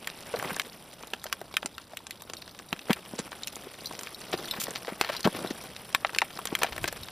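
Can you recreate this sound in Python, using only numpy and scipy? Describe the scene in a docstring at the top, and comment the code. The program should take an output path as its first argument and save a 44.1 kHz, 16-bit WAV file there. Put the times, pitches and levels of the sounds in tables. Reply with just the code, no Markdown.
"""A frozen gully, where a climber moves up on crampons and ice axes, close by.
Points crack the ice: a snap, splintering noise and a short ring. Boots thud (damped, gritty swings)
and crunch (bursts of tiny random fractures), and the metal gear clinks and jangles (dying tones).
Rubbing, trickling snow and ice crumbs follow the climber's effort, over a faint hush of filtered
noise with one puff of wind. Short echoes return from the walls, and the blows drift leftwards."""
import sys
import numpy as np
from scipy import signal
from scipy.fft import rfft, irfft
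from scipy.io import wavfile

SR = 44100
rng = np.random.default_rng(int(sys.argv[2]) if len(sys.argv) > 2 else 0)


def file_out(sig):
    """Save sig as 16-bit WAV at sys.argv[1]."""
    # one column per channel
    cols = np.atleast_2d(sig).T
    # limit, then scale
    lim = np.clip(cols, -1, 1)
    pcm = np.round(lim * 32767).astype(np.int16)
    wavfile.write(sys.argv[1], SR, pcm)


N = 313551  # length in samples

# Levels of single sounds hold before the echoes and the stereo placing.
# low hush of the gully, drawn as a spectrum: pitch_hz, level_db
HUSH_SPECTRUM = [(20, -32), (45, -8), (72, -2), (100, -5.5), (200, -5.5), (500, -18), (1500, -25),
                 (6000, -36)]
# how hard the climber moves; rubbing, trickling and jangling follow it: time_s, effort_db
EFFORT_CURVE = [(0.0, -47.5), (0.51, -40.5), (0.77, -49), (1.74, -53.5), (2.02, -55), (3.21, -48),
                (3.34, -47), (4.08, -46.5), (4.57, -42.5), (4.87, -46.5), (5.27, -43), (5.47, -43),
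                (5.88, -46), (6.52, -45), (6.67, -47.5), (6.75, -44), (6.95, -44.5), (7.11, -46)]
# a boot drags over the snow: middle_s, half_length_s, level_db
BOOT_DRAGS = [(.42, .11, -44), (4.35, 0.09, -44.5), (5.427, 0.091, -41.5)]
# colour of the rubbing: pitch_hz, level_db
RUB_SPECTRUM = [(59, -50), (100, -7), (195, -2), (356, -5), (394, -5), (456, -8.5), (505, -5), (566, -4.5),
                (1500, -13.5), (1950, -45), (3300, -120)]
# colour of the trickling grains: pitch_hz, level_db
TRICKLE_SPECTRUM = [(400, 12), (900, 6), (1800, 7), (3200, 8), (4500, 0.5), (5600, 4), (6800, -12),
                    (10000, -37)]
# colour of the fine powder: pitch_hz, level_db
POWDER_SPECTRUM = [(3000, -72), (6000, -28), (7500, 1.5), (9500, 11), (10800, 10.5), (12000, 1),
                   (13800, 11), (15000, -26), (16000, -12)]
# what the metal gear rings with: pitch_multiple (no unit), level_db, decay_s
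GEAR_MODES = [(.79, -15, 0.0034), (0.918, -5.5, 0.0065), (1., -2.5, 0.0043), (1.089, -2.5, 0.0041),
              (1.352, -11, 0.0092), (2.12, -13, 0.0044), (3.15, -13, 0.0071)]
# pieces of gear knocking together, plus one bright ringing zip at 3.19 s: start_s, peak_level_db, pitch_hz
GEAR_CLINKS = [(.36, -27.5, 4270), (2.336, -38, 4270), (2.3682, -29, 4070), (2.4194, -34, 4270),
               (3.19, -26, 7700), (3.858, -23, 4260), (3.87, -27, 4500), (4.1454, -28.5, 4090),
               (4.456, -29, 4210), (4.483, -27, 3350), (4.5105, -17, 3890), (4.552, -34, 3820),
               (4.605, -29, 3400), (5.166, -20.5, 4230), (5.2306, -24.5, 4500), (5.473, -26.5, 3820),
               (7.033, -29, 4030)]
# snow crushed or showering: start_s, level_db (average over three lengths), length_s, grain_pitch_hz
SNOW_CRUNCHES = [(.438, -40, .02, 900), (0.494, -39, .022, 850), (2.898, -36.5, 0.026, 1050),
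                 (2.959, -50, .025, 950), (3.182, -42, 0.025, 2300), (4.327, -35.5, 0.021, 1510),
                 (4.533, -45, 0.018, 900), (4.56, -46, 0.029, 845), (4.598, -38.5, 0.029, 6000),
                 (4.634, -37, 0.011, 5440), (4.752, -39, 0.019, 1700), (4.878, -45, 0.037, 940),
                 (5.011, -45, 0.077, 1440), (5.088, -36.5, 0.018, 1260), (5.116, -43, .05, 1570),
                 (5.242, -33, 0.016, 1650), (5.249, -35.5, 0.013, 1130), (5.34, -46, 0.039, 1470),
                 (5.503, -42, 0.011, 2080), (6.52, -43.5, 0.0039, 600), (6.615, -35, 0.012, 1440),
                 (6.643, -44, 0.046, 1410), (6.723, -39.5, 0.0086, 1420), (6.855, -43, 0.0096, 1580),
                 (6.876, -34, 0.011, 1880)]
# dull blows in packed snow: start_s, level_db, pitch_hz
SNOW_THUDS = [(0.3393, -15, 506), (.348, -25, 600), (0.454, -29.5, 173), (0.516, -30, 167),
              (.566, -38, 417), (1.132, -36.5, 330), (1.2564, -29, 594), (1.415, -33.5, 400),
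              (1.648, -28.5, 277), (1.798, -41, 1090), (1.934, -35, 676), (2.004, -40.5, 950),
              (2.7275, -20.5, 196), (2.8959, -16.5, 510), (2.9035, -12.5, 240), (3.136, -26, 256.5),
              (3.189, -24, 510), (3.1955, -24, 174), (3.669, -31.5, 400), (4.339, -18.5, 365),
              (4.343, -27, 180), (4.394, -32, 400), (4.585, -28, 220), (4.686, -31, 330),
              (4.8806, -22.5, 520), (4.922, -26, 228), (5.012, -25.5, 479), (5.097, -20.5, 620),
              (5.253, -12.5, 211), (5.263, -13, 385), (5.274, -13, 213), (5.347, -20.5, 298),
              (5.388, -29, 340), (5.4468, -20.5, 375), (5.507, -21.5, 300), (6.047, -24.5, 890),
              (6.2202, -17, 860), (6.387, -34, 710), (6.5258, -21.5, 320), (6.6332, -22, 575),
              (6.644, -18.5, 744), (6.843, -26.5, 446)]
# what a chip of ice rings with: multiple_of_low_edge (no unit), level_db, decay_s
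ICE_MODES = [(1.04, 7.5, 0.004), (1.48, 5, 0.0035), (2.1, 9, 0.0029), (2.65, 5, 0.00085)]
# points cracking the ice: start_s, level_db (average over 50 ms), low_edge_hz, high_edge_hz,
# tick_db (the part of the blow that skips the high edge)
ICE_CRACKS = [(.073, -37, 1530, 2200, -19.5), (0.39, -45, 597, 2750, -6), (0.3976, -42.5, 660, 3040, -25),
              (.4263, -39, 470, 1540, -24), (0.5661, -41.5, 326, 1880, -36),
              (0.597, -32.5, 1546, 3800, -19.5), (1.0346, -48.5, 280, 2310, -38),
              (1.072, -52.5, 280, 1000, -11), (1.1354, -36, 270, 4070, -21),
              (1.2412, -42.5, 900, 1200, -13), (1.2662, -46, 278, 5130, -27),
              (1.327, -32.5, 1073, 7200, -9.5), (1.4146, -46, 283, 1660, -19),
              (1.5408, -44.5, 384, 5170, -15), (1.5681, -28.5, 1232, 3730, -16.5),
              (1.629, -42, 546, 3480, -23), (1.6594, -38, 388, 9600, -35), (1.781, -44.5, 1300, 4500, -16),
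              (1.971, -42, 1890, 4100, -12), (2.068, -47.5, 750, 8750, -26),
              (2.1085, -42.5, 2030, 5600, -9), (2.221, -49, 520, 1130, -9), (2.2986, -46, 345, 6660, -13),
              (2.3351, -44, 314, 8800, -25), (2.7285, -34, 294, 3530, -22), (2.7923, -49, 2620, 3240, -22),
              (2.8853, -51.5, 584, 3680, -18), (2.9069, -33, 280, 3470, -21),
              (2.931, -33.5, 2420, 3250, -19), (3.3186, -46.5, 476, 4360, -30),
              (3.3293, -46, 278, 2540, -32), (3.4339, -42, 3500, 4330, -37), (3.4728, -40, 2650, 3850, -11),
              (3.48, -45, 2500, 9000, -10), (3.566, -47, 280, 3000, -13), (3.9102, -46, 313, 1230, -37),
              (3.9515, -50.5, 310, 6910, -20), (3.9913, -44.5, 278, 10100, -36),
              (4.0108, -48, 550, 5240, -5), (4.0334, -46.5, 274, 12000, -25), (4.071, -45, 1470, 3000, -23),
              (4.6827, -41.5, 270, 1370, -23), (5.0122, -27, 390, 4850, -15),
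              (5.047, -39.5, 690, 3480, -25), (5.2737, -27.5, 278, 1450, -30),
              (5.9482, -25.5, 1138, 4870, -17), (6.048, -29.5, 520, 2500, -49),
              (6.094, -45, 980, 2270, -38), (6.148, -39, 1470, 4530, -21), (6.1614, -43, 392, 3980, -18),
              (6.1858, -27.5, 2550, 3070, -26), (6.2178, -29.5, 700, 3620, -25),
              (6.39, -41.5, 444, 1580, -22), (6.4546, -38.5, 497, 12900, -39),
              (6.4718, -41.5, 1500, 7000, -13), (6.5518, -30.5, 1520, 2840, -21),
              (6.5895, -45.5, 493, 5750, 0), (6.6194, -38.5, 480, 3040, -34),
              (6.633, -27.5, 430, 3520, -16.5), (6.764, -44.5, 278, 4360, -12),
              (6.7798, -40.5, 282, 2300, -20), (6.842, -32.5, 330, 2520, -24), (6.878, -40.5, 282, 4830, 7),
              (6.9265, -42.5, 477, 2090, -11.5)]
# how far left and right differ at each pitch: pitch_hz, side_level_db
SIDE_SPECTRUM = [(60, -33.5), (300, -15), (1500, -49), (3000, -45.5), (5000, -13.5), (7000, -4),
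                 (9000, -4.5), (11500, -26), (15000, -9)]

# one puff of wind: peak time and level, then how fast it swells and dies away
GUST_S, GUST_DB, GUST_RISE_DB_PER_S, GUST_FALL_DB_PER_S = 6.83, -43.5, 65, 56
USUAL_EFFORT_DB = -46  # at this effort the following layers have their plain level
# the gear swings more during the high step: middle, half length, extra level
STEP_S, STEP_HALF_S, STEP_SWING_DB = 4.5, .9, 8.5
# stray flakes: level against the climber's effort, and the range of their low edges
FLAKE_DB, FLAKE_LOW_HZ, FLAKE_HIGH_HZ = -5.5, 300, 2200
GRAIN_RANGE = 2.86  # crunching grains sound from this factor below their pitch to this factor above
# a thud at THUD_HZ has decay THUD_S; deeper ones move more snow and last longer
THUD_S, THUD_HZ, DEEP_LINGER = 0.0037, 400, 0.14
# splintering has decay SPLINTER_S for a firm blow; weaker blows crumble a little longer
SPLINTER_S, FIRM_DB, CRUMBLE_PER_DB = .002, -27, .008
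# the climber drifts leftwards: left minus right at the start, and its growth
LEFT_DB, LEFT_DB_PER_S = .6, .3
TOP_HZ = 15300  # upper limit of the whole sound


def amp(db):
    """Turns decibels into a plain multiplier."""
    return 10 ** (np.asarray(db) / 20)


def unit(x):
    """Scales a sound to an average (rms) level of one."""
    return x / np.sqrt(np.mean(x ** 2) + 1e-20)


def add(mix, start_s, sound):
    """Adds a sound into the mix at its start time, cut off at the end of the mix."""
    part = mix[max(round(start_s * SR), 0):][:len(sound)]
    part += sound[:len(part)]


def clock():
    """Time of every sample in seconds."""
    return np.arange(N) / SR


def swell(middle_s, half_s):
    """A smooth rise and fall around one moment."""
    return np.exp(-((clock() - middle_s) / half_s) ** 2)


def effort(follow):
    """Loudness of a layer that follows the climber's effort by so many dB per dB."""
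    effort_db = np.interp(clock(), *np.transpose(EFFORT_CURVE))
    return amp(follow * (effort_db - USUAL_EFFORT_DB))


def colour(x, points):
    """Filters by a spectrum drawn between points on a logarithmic pitch axis."""
    hz, db = np.transpose(points)
    f = np.fft.rfftfreq(len(x), 1 / SR)
    gain = amp(np.interp(np.log(f + 1), np.log(hz), db))
    return irfft(rfft(x) * gain, len(x))


def edge(x, hz, kind, order):
    """Removes what lies above ("low") or below ("high") a pitch, without looking ahead in time."""
    safe_hz = np.clip(hz, 20, .45 * SR)
    return signal.sosfilt(signal.butter(order, safe_hz, kind, fs=SR, output="sos"), x)


def ring(t, hz, modes, scatter):
    """A struck piece rings with several dying tones, a little different at every blow."""
    detune = 1 + scatter * rng.uniform(-1.06, 1, len(modes))
    sound = np.zeros(len(t))
    for (multiple, db, decay_s), shift in zip(modes, detune):
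        tone = np.sin(2 * np.pi * min(hz * multiple * shift, SR / 2) * t)
        sound += rng.choice([-1, 1]) * amp(db) * np.exp(-t / decay_s) * tone
    return sound


def grains(count, per_s, spread_db):
    """Tiny fractures at random moments, mostly small and a few large."""
    out = np.zeros(count)
    at = np.flatnonzero(rng.random(count) < per_s / SR)
    chance, sign = rng.random((len(at), 2)).T
    size = np.minimum(-np.log(1 - chance), 4)
    out[at] = np.sign(sign - .5) * amp(spread_db * size)
    return out


def air(hush_db=-60, buffet_db=4, buffet_hz=14):
    """Moving air is filtered noise: a low steady hush and one deep, lumpy puff of wind."""
    puff = edge(edge(rng.standard_normal(N), 103, "low", order=3), 55, "high", order=2)
    puff *= amp(buffet_db * unit(edge(rng.standard_normal(N), buffet_hz, "low", order=2)))
    since = clock() - GUST_S
    gust = amp(GUST_DB + np.minimum(GUST_RISE_DB_PER_S * since, -GUST_FALL_DB_PER_S * since))
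    hush = unit(colour(rng.standard_normal(N), HUSH_SPECTRUM))
    return amp(hush_db) * hush + gust * unit(puff)


def crystals(per_s=200, cycles=2, spread_db=4.5):
    """Snow grains of many sizes break; each gives a blip a few cycles long at its own pitch."""
    out = np.zeros(N)
    for hz in np.geomspace(450, 14500, 22):
        r, turn = np.exp(-hz / (cycles * SR)), 2 * np.pi * hz / SR
        resonance = [1, -2 * r * np.cos(turn), r * r]
        blips = signal.lfilter([1, 0, -1], resonance, grains(N, per_s, spread_db))
        out += np.sqrt(hz) * unit(blips)
    return unit(out)


def loose_snow(rub_db=-51.0, trickle_db=-50.0, powder_db=-55.5,
               rub_follow=.65, trickle_follow=1.14, powder_follow=0.93):
    """Rubbing, trickling grains and powder are noise and blips that arrive in shared little clumps."""
    clumps = amp(2.4 * unit(edge(rng.standard_normal(N), 40, "low", order=2)))
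    rub = unit(colour(clumps * rng.standard_normal(N), RUB_SPECTRUM))
    crackle = clumps * (crystals() + .5 * rng.standard_normal(N))  # the finest grains merge into hiss
    trickle = unit(colour(crackle, TRICKLE_SPECTRUM))
    powder = unit(colour(crackle, POWDER_SPECTRUM))
    dragging = sum(amp(db) * swell(middle_s, half_s) for middle_s, half_s, db in BOOT_DRAGS)
    rub_level = np.hypot(amp(rub_db) * effort(rub_follow), dragging)
    return (rub_level * rub
            + amp(trickle_db) * effort(trickle_follow) * trickle
            + amp(powder_db) * effort(powder_follow) * powder)


def crumbs(level_db=-55, per_s=8, follow=0.53):
    """Small crumbs of ice patter on the slope: short noise taps, each size in its own pitch band."""
    out, t = np.zeros(N), np.arange(SR // 50) / SR
    for hz in np.geomspace(600, 5000, 12):
        tap = rng.standard_normal(len(t)) * np.exp(-t / .0018)
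        tap = unit(edge(edge(tap, hz, "high", order=2), 2 * hz, "low", order=2))
        out += signal.oaconvolve(grains(N, per_s, spread_db=8.5), tap)[:N]
    return amp(level_db) * effort(follow) * unit(out)


def jangle(level_db=-59, follow=0.23, per_s=22, damping=0.57):
    """Gear brushes lightly as the harness sways; pieces lying together ring only briefly."""
    t = np.arange(SR // 40) / SR
    modes = [(multiple, db, damping * decay_s) for multiple, db, decay_s in GEAR_MODES]
    pieces = np.zeros(N)
    for hz in np.geomspace(3500, 4900, 10):
        touches = grains(N, per_s, spread_db=5.5)
        pieces += signal.oaconvolve(touches, ring(t, hz, modes, scatter=0.0446))[:N]
    level = amp(level_db + STEP_SWING_DB * swell(STEP_S, STEP_HALF_S))
    return level * effort(follow) * unit(pieces)


def chip(db, low_hz, high_hz, tick_db, ring_db=-4, body_db=-31, snap_db=-4, rise_share=.09):
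    """A snap and fast-dying splintering; the size of the piece sets its band and its ring."""
    t = np.arange(SR // 20) / SR
    decay_s = SPLINTER_S * np.exp(CRUMBLE_PER_DB * (FIRM_DB - db))
    shape = np.exp(-t / decay_s) * (1 - np.exp(-t / (rise_share * decay_s)))
    splinters = unit(rng.standard_normal(len(t)) * shape)
    force = splinters + amp(snap_db) * unit(1. * (t == 0))  # the snap is a single-sample click
    crack = edge(force, high_hz, "low", order=4) + amp(tick_db) * force
    body = edge(crack, 240, "high", order=2)
    crack = unit(edge(crack, low_hz, "high", order=3) + amp(body_db) * body)
    hardness = low_hz / (low_hz + 400)  # small hard pieces ring, big snowy ones hardly do
    tone = hardness * amp(ring_db) * unit(ring(t, low_hz, ICE_MODES, scatter=0.055))
    return amp(db) * unit(crack + tone)


def flakes(count=24, spread_db=2, width=3, tick_db=-20):
    """Faint stray flakes break off by chance, one per equal slice of time, louder with more effort."""
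    out = np.zeros(N)
    for k, (when, size, strength) in enumerate(rng.random((count, 3))):
        start_s = (k + when) / count * N / SR
        hz = FLAKE_LOW_HZ * (FLAKE_HIGH_HZ / FLAKE_LOW_HZ) ** size
        effort_db = np.interp(start_s, *np.transpose(EFFORT_CURVE))
        db = effort_db + FLAKE_DB + spread_db * (2 * strength - 1)
        add(out, start_s, chip(db, hz, width * hz, tick_db))
    return out


def clinks(tick_db=-12, tick_s=.0035):
    """Metal clips and screws touch with a tick and a ring; slings and cloth damp them quickly."""
    out, t = np.zeros(N), np.arange(SR // 8) / SR
    for start_s, db, hz in GEAR_CLINKS:
        tick = edge(rng.standard_normal(len(t)) * np.exp(-t / tick_s), 2400, "high", order=2)
        sound = ring(t, hz, GEAR_MODES, scatter=0.024) + amp(tick_db) * tick
        add(out, start_s, amp(db) * sound / abs(sound).max())
    return out


def crunches(fizz_db=-20, body_db=-17, lumpy_db=3.5):
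    """A clump of breaking snow crystals swells fast and crumbles away in fits."""
    out = np.zeros(N)
    for start_s, db, length_s, hz in SNOW_CRUNCHES:
        u = np.arange(int(3 * length_s * SR)) / (length_s * SR)  # time counted in lengths
        fits = amp(lumpy_db * unit(edge(rng.standard_normal(len(u)), 145, "low", order=2)))
        shape = u ** 0.32 * np.exp(-(u / 0.8) ** 2)
        burst = fits * grains(len(u), per_s=2400, spread_db=1.0) * shape
        burst = edge(burst, hz * GRAIN_RANGE, "low", order=3) + amp(fizz_db) * burst
        body = edge(burst, 310, "high", order=2)
        burst = edge(burst, hz / GRAIN_RANGE, "high", order=2) + amp(body_db) * body
        add(out, start_s, amp(db) * unit(burst))
    return out


def thuds(rise_s=0.0005, cut_hz=105):
    """Packed snow gives way: a heavily damped, gritty swing that slows as the snow yields."""
    out, t = np.zeros(N), np.arange(SR // 10) / SR
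    for start_s, db, hz in SNOW_THUDS:
        decay_s = THUD_S * (THUD_HZ / hz) ** DEEP_LINGER
        grit = edge(rng.standard_normal(len(t)), 2 * hz, "low", order=2)
        grit = unit(edge(grit, hz / 2, "high", order=2))
        falling_hz = hz * (.88 + .24 * np.exp(-t / decay_s))
        swing = np.sin(2 * np.pi * np.cumsum(falling_hz) / SR)
        shape = (1 - np.exp(-t / rise_s)) * np.exp(-t / decay_s)
        add(out, start_s, amp(db) * shape / shape.max() * unit(swing + grit / 2) / np.sqrt(2))
    return edge(out, cut_hz, "high", order=2)


def chips():
    """Axe picks and crampon points crack the ice, one chip per blow."""
    out = np.zeros(N)
    for start_s, *blow in ICE_CRACKS:
        add(out, start_s, chip(*blow))
    return out


def gully(x, wet_db=-17, decay_s=0.0053):
    """Snow swallows sound: only a brief, faint scatter returns from the ice walls."""
    t = np.arange(SR // 6) / SR
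    tail = rng.standard_normal(len(t)) * np.exp(-t / decay_s) * (t > .004)  # first return after 4 ms
    tail = edge(tail, 13500, "low", order=1)
    return x + amp(wet_db) * signal.oaconvolve(x, tail / np.linalg.norm(tail))[:N]


def scene(smear_s=0.0019, air_apart_db=-6, around_share=0.34):
    """Blows sit a little to the left; smeared sound and separate air make left and right differ."""
    around = air() + loose_snow() + crumbs() + jangle()
    blows = gully(flakes() + clinks() + crunches() + thuds() + chips())
    t = np.arange(SR // 200) / SR
    scatter = rng.standard_normal(len(t)) * np.exp(-t / smear_s)
    smeared = signal.oaconvolve(blows + around, scatter / np.linalg.norm(scatter))[:N]
    side = colour(smeared, SIDE_SPECTRUM)  # added on the left, subtracted on the right
    side += amp(air_apart_db) * edge(air(), 44, "low", order=1)
    lean = amp((LEFT_DB + LEFT_DB_PER_S * clock()) / 2)  # half the difference goes to each side
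    slight = lean ** around_share
    left = blows * lean + around * slight + side
    right = blows / lean + around / slight - side
    return np.array([left, right])


def record(dry):
    """Removes the treble above the upper limit with a steep filter."""
    lowpass = signal.firwin(255, TOP_HZ, window=("kaiser", 9), fs=SR)
    return signal.oaconvolve(dry, lowpass[None], "same")


dry = scene()
out = record(dry)
file_out(out)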